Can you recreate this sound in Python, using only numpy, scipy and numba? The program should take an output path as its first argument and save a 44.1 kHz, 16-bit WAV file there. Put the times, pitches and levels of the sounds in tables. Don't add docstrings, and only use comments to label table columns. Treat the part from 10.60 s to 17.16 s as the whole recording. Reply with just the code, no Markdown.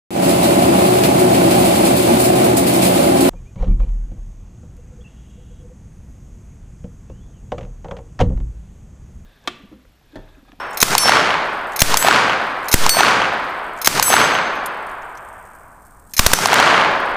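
import sys
import numpy as np
from scipy import signal
from scipy.fft import rfft, irfft, next_fast_len
from scipy.io import wavfile
from scipy.ndimage import uniform_filter1d
from numba import njit

SR = 44100
rng = np.random.default_rng(int(sys.argv[2]) if len(sys.argv) > 2 else 0)


def elevation(decibels):
    levels = np.asarray(decibels, float)
    return 10 ** (levels / 20)


def transcribe(signal):
    frames = np.atleast_2d(signal).T
    limited = np.clip(frames, -1, 1)
    pcm = np.round(limited * 32767).astype(np.int16)
    wavfile.write(sys.argv[1], SR, pcm)


N = 289296
LEAD = SR
T = np.arange(N + LEAD) / SR
MS, SHORT, LONG = SR / 1000, 4000, 3 * SR


def colour(x, points):
    size = next_fast_len(len(x))
    hz, db = np.transpose(points)
    log_hz = np.log(np.maximum(np.arange(size // 2 + 1) * SR / size, 1))
    gain = elevation(np.interp(log_hz, np.log(hz), db))
    return irfft(rfft(x, size) * gain, size)[:len(x)]


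def unit(x):
    return x / np.sqrt(np.mean(x ** 2))


def resonance(x, hz, width):
    b, a = signal.iirpeak(min(hz, .45 * SR), hz / width, fs=SR)
    return signal.lfilter(b, a, x)


def add(out, s, sound):
    i = int(round(s * SR)) + LEAD
    out[i:i + len(sound)] += sound[:len(out) - i]


def fade(t, t60, rise=1e-4):
    return (1 - np.exp(-t / rise)) * elevation(-60 * t / t60)


# start_s, level_db, swing (signed input-stage amplitude)
SHOT_TIMES = [(-.78, -2, 0), (.2269, 0, 2.5), (1.2178, 0, 9.), (2.1397, 0, -18.), (3.2726, 0, -1.),
              (5.5922, 0, -13.), (5.6636, 0, -5.), (5.7332, 0, .5)]
# freq_hz, level_db
BLAST_COLOUR = [(40, -2), (200, 0), (1000, 2), (2000, 1), (4000, -4), (6000, -1), (9000, -6), (13000, -6),
                (16000, -14)]
# freq_hz, level_db
GROUND_COLOUR = [(40, -5), (100, 2), (170, 3), (260, -2), (500, -4), (1500, -3), (3000, -6), (6000, -5),
                 (10000, -6), (15000, -12)]


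def shots(alike=.85):
    out, t = np.zeros(len(T)), T[:SR // 2]
    same, other, single = woods(grain_db=2.2), woods(grain_db=2.2), echoes()
    for s, db, swing in SHOT_TIMES:
        blast = unit(colour(rng.standard_normal(len(t)), BLAST_COLOUR)) * np.exp(-(t / .005) ** 3)
        ground = unit(colour(rng.standard_normal(len(t)), GROUND_COLOUR)) * fade(t, .27)
        add(out, s, elevation(db) * (elevation(34) * blast + elevation(8) * ground))
        aim = rng.standard_normal() * np.arccos(min(alike, 1))
        add(out, s, elevation(db) * (np.cos(aim) * same + np.sin(aim) * other))
        add(out, s, elevation(db) * single)
        kick = 2.6 * np.exp(-((t - .005) / .0013) ** 2)
        settle = np.exp(-t / .035 - (t / .18) ** 4) * (1 - np.exp(-t / .003))
        add(out, s, swing * (1 - t / .03 + kick) * settle)
    return out


# freq_hz, level_db, t60_s
WOODS_BANDS = [(40, -42, 1.), (80, -26, 1.3), (150, -20, 1.4), (300, -20, 2.), (500, -17, 2.4),
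               (800, -12, 2.75), (1300, -9, 2.7), (2000, -9.5, 2.05), (3000, -12, 1.7), (5000, -9, 1.05),
               (8000, -10, .8), (13000, -17, .58)]
# delay_s, level_db
TREE_LINE_LEVEL = [(0, 4), (.1, 1), (.13, -2), (.16, -11), (.21, -12), (.26, -5), (.33, -1.5), (.7, -2.5),
                   (2.4, 3)]


def woods(grain_db):
    t = T[:LONG]
    size = np.repeat(np.minimum(rng.exponential(size=LONG // 50), 4), 50)
    trunks = rng.standard_normal(LONG) * elevation(grain_db * np.exp(-t / .8) * size)
    trunks = trunks / np.sqrt(uniform_filter1d(trunks ** 2, size=SR // 8))
    spectrum = rfft(trunks)
    octave = np.log2(np.maximum(np.arange(len(spectrum)) * SR / LONG, 1))
    hz, db, t60 = np.transpose(WOODS_BANDS)
    out = 0
    for centre in np.arange(5, 14.1, .5):
        window = np.cos(np.pi * np.clip(octave - centre, -.5, .5)) ** 2
        band = unit(irfft(spectrum * window, LONG))
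        level = elevation(np.interp(centre, np.log2(hz), db))
        out = out + band * level * fade(t, np.interp(centre, np.log2(hz), t60))
    return out * elevation(np.interp(t, *np.transpose(TREE_LINE_LEVEL)))


# delay_s, level_db, pitch_hz
STRONG_ECHOES = [(.085, -9, 160), (.105, -6, 430), (.1255, 14, 970), (.209, -6, 1030), (.2309, -3, 700),
                 (.2527, -3, 1100), (.2589, -3, 1420), (.2681, 6, 820), (.2943, 3, 1500), (.3285, -4, 1290),
                 (.3434, -1, 1210)]


def echoes(edge=.4, count=12):
    out, t = np.zeros(SR), np.arange(-400, 400) / SR
    place, chance = rng.random(count), rng.standard_normal((count, 2))
    delays_s = np.interp(place, (0, 1), (.3, .52))
    levels_db = -10 + 2.5 * chance[:, 0]
    pitches_hz = 1100 * 2 ** (.25 * chance[:, 1])
    for delay, db, hz in STRONG_ECHOES + list(zip(delays_s, levels_db, pitches_hz)):
        width_hz = 900 / delay
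        hiss = resonance(rng.standard_normal(len(t)), 2500, width_hz)
        hiss = unit(resonance(hiss, 2500, width_hz))
        swings = np.exp(-(t * hz / 1.1) ** 2)
        i = int(delay * SR) - len(t) // 2
        out[i:i + len(t)] += elevation(db) * (np.sin(2 * np.pi * hz * t) + edge * hiss) * swings
    return out


# pitch_hz, decay_s, level_db, nodal_lines_across, nodal_lines_along
PLATE_MODES = [(3648, 0.3, -34.6, 3, 3), (4440, 0.6, -17.4, 1, 5), (5410, 1.0, -14.1, 5, 3),
               (6069, 0.8, -14.1, 5, 1), (6290, 1.3, -28.5, 5, 4), (7354, 0.45, -32.6, 6, 0),
               (7914, 0.6, -19.4, 4, 4), (8362, 0.4, -22.7, 2, 7), (8662, 0.4, -24.1, 1, 6),
               (9732, 0.45, -22.1, 5, 4), (9770, 0.35, -24.9, 6, 2), (10940, 0.35, -17.9, 5, 3),
               (11713, 0.45, -21.3, 4, 6), (12445, 0.38, -29.3, 0, 7), (13810, 0.45, -26.7, 4, 6),
               (14500, 0.3, -20.9, 7, 3), (14757, 0.3, -26.4, 7, 5)]
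# crack_db, ring_db, damping_per_s, spot_across (0-1), spot_along (0-1)
PLATE_HITS = [(-40, 13, 0, .36, .401), (12, 12, 1., .36, .401), (10, 9.5, 1.3, .453, .495),
              (12, 15, .8, .118, .145), (12, 14.5, .3, .429, .494), (-15, 21, 3., .049, .094)]


def plate(throb=.45):
    delay_s = .1533
    out, t = np.zeros(len(T)), T[:SR]
    hz, decay, db, across, along = np.transpose(PLATE_MODES)
    for shot, (crack_db, ring_db, damping, x, y) in zip(SHOT_TIMES, PLATE_HITS):
        phase = 2 * np.pi * rng.random(len(hz))
        size = elevation(db) * np.cos(np.pi * np.round(across) * x) * np.cos(np.pi * np.round(along) * y)
        ring = 0
        for f, d, a, p in zip(hz, decay, size, phase):
            beat = 1 + throb * np.cos(2 * np.pi * f * t / 700 + 3 * p)
            mode = a * np.sin(2 * np.pi * f * t + p) * beat
            ring = ring + mode * fade(t, 1 / (.8 / d + damping)) * (1 - t)
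        crack = resonance(rng.standard_normal(len(t)), 4500, 10000)
        crack = crack * (fade(t, .022) + elevation(-30) * fade(t, .3))
        add(out, shot[0] + delay_s, elevation(ring_db) * ring + elevation(crack_db) * crack)
    return out


# shot_s, level_db
FAR_STRIKES = [(1.2178, 0), (5.5922, -4), (5.6636, 7), (5.7332, 6)]


def strikes():
    delay_s = .2083
    out, t = np.zeros(len(T)), T[:SHORT]
    for s, db in FAR_STRIKES:
        crack = unit(resonance(rng.standard_normal(len(t)), 2500, 7000))
        add(out, s + delay_s, elevation(db) * crack * fade(t, .006))
    return out


# release_s, level_db, slack_db (the trigger taking up slack)
TRIGGER_PULLS = [(.172, 1, -42), (1.1608, 0, -42), (2.0837, 0, -44), (3.2151, 0, -45), (5.5353, -4, -60)]
# pitch_hz, width_hz, level_db
GUN_RESONANCES = [(2350, 500, -6), (4100, 400, -3), (5300, 400, -5), (6360, 350, -2), (9290, 900, -6),
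                  (10800, 800, -6), (12600, 500, -4), (14600, 900, -8)]
# after_release_s, level_db, rise_ms, t60_s, favoured_hz
BOLT_CONTACTS = [(0, -25, .6, .06, 12600), (.0305, -20, .5, .06, 5300), (.042, -9, 3., .032, 6360)]


def action():
    favour_db, favour_octaves = 6, .15
    out, t = np.zeros(len(T)), T[:SHORT]
    for s, pull_db, _ in TRIGGER_PULLS:
        for after, db, rise_ms, t60, favoured in BOLT_CONTACTS:
            rattle = rng.standard_normal(len(t))
            ring = .8 * rattle
            for hz, width, mode_db in GUN_RESONANCES:
                boost = favour_db * np.exp(-(np.log2(hz / favoured) / favour_octaves) ** 2)
                ring = ring + elevation(mode_db + boost) * unit(resonance(rattle, hz, width))
            add(out, s + after, elevation(db + pull_db) * ring * fade(t, t60, rise_ms / 1000))
    return out


# start_s, level_db, pitch_hz
METAL_TICKS = [(2.8944, -50, 13000), (3.7394, -38, 12500), (3.9544, -48, 11500), (4.0597, -26, 10700),
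               (4.2667, -47, 9500), (4.2941, -49, 7000), (4.3121, -51, 10200), (4.4204, -51, 6200),
               (4.5526, -53, 5200), (4.5735, -44, 6200), (5.5164, -50, 7430)]
SLACK_OFFSETS = (-.041, -.028)


def ticks():
    out, t = np.zeros(len(T)), T[:SHORT]
    slack = [(s + before, db, 7000) for s, _, db in TRIGGER_PULLS for before in SLACK_OFFSETS]
    for s, db, hz in slack + METAL_TICKS:
        noise = rng.standard_normal(len(t))
        click = unit(resonance(noise, hz, .2 * hz)) + .8 * unit(resonance(noise, 7000, 12000))
        add(out, s, elevation(db) * click * fade(t, .04))
    return out


def wind():
    level_db, gust_db, gusts_per_s = -55, 5, 6
    hold = int(SR / gusts_per_s)
    gust = np.repeat(rng.standard_normal(len(T) // hold + 1), hold)
    gust = uniform_filter1d(gust, hold)[:len(T)]
    flutter = resonance(resonance(rng.standard_normal(len(T)), 18, 30), 18, 40)
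    return elevation(level_db + gust_db * gust) * unit(flutter)


# freq_hz, level_db
FLOOR_COLOUR = [(20, 0), (55, 0), (140, -6), (300, -11), (1000, -24), (2500, -37), (5000, -42),
                (10000, -40), (15000, -40)]
# freq_hz, width_hz, level_db
CHATTER_BANDS = [(8630, 900, -59), (11300, 1600, -64), (13000, 1000, -71), (15000, 300, -72)]


def background(scatter_db=5.):
    floor = unit(colour(rng.standard_normal(len(T)), FLOOR_COLOUR)) * elevation(-50)
    slots = np.arange(MS * 5, len(T) - MS * 5, MS * 10.2)
    chance = rng.standard_normal((len(slots), 2))
    starts = (slots + MS * np.clip(2 * chance[:, 0], -4, 4)).astype(int)
    puffs = np.zeros(len(T))
    puffs[starts] = elevation(scatter_db * chance[:, 1])
    gate = .45 + unit(signal.fftconvolve(puffs, fade(T[:SHORT], .03, .0006))[:len(T)])
    noise = gate * rng.standard_normal(len(T))
    chatter = sum(elevation(db) * unit(resonance(noise, hz, width)) for hz, width, db in CHATTER_BANDS)
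    return floor + chatter


def scene():
    mono = shots() + plate() + strikes() + action() + ticks() + wind() + background()
    mono = mono[LEAD:]
    return np.array([mono, mono])


@njit
def follow(x, attack, release):
    e, out = 0., np.empty(len(x))
    for i in range(len(x)):
        out[i] = e
        a = abs(x[i])
        e += (a - e) * (attack if a > e else release)
    return out


def band_limit(x):
    return signal.sosfilt(signal.butter(12, 15800, fs=SR, output="sos"), x)


def record(dry):
    attack_s, release_s, threshold = .008, .04, .37
    bass_cut = signal.butter(2, 80, "high", fs=SR, output="sos")
    sensed = signal.sosfilt(bass_cut, dry[0])
    peak = follow(sensed, 1 / (attack_s * SR), 1 / (release_s * SR))
    gain = np.minimum(1, threshold / (peak + 1e-9)) ** .95
    clipped = np.clip(dry * gain, -1.1, 1.1)
    treble_cut = signal.ellip(8, .2, 45, 15200, fs=SR, output="sos")
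    mix = np.clip(signal.sosfilt(treble_cut, clipped), -1, 1)
    return band_limit(mix)


dry = scene()
out = record(dry)
transcribe(out)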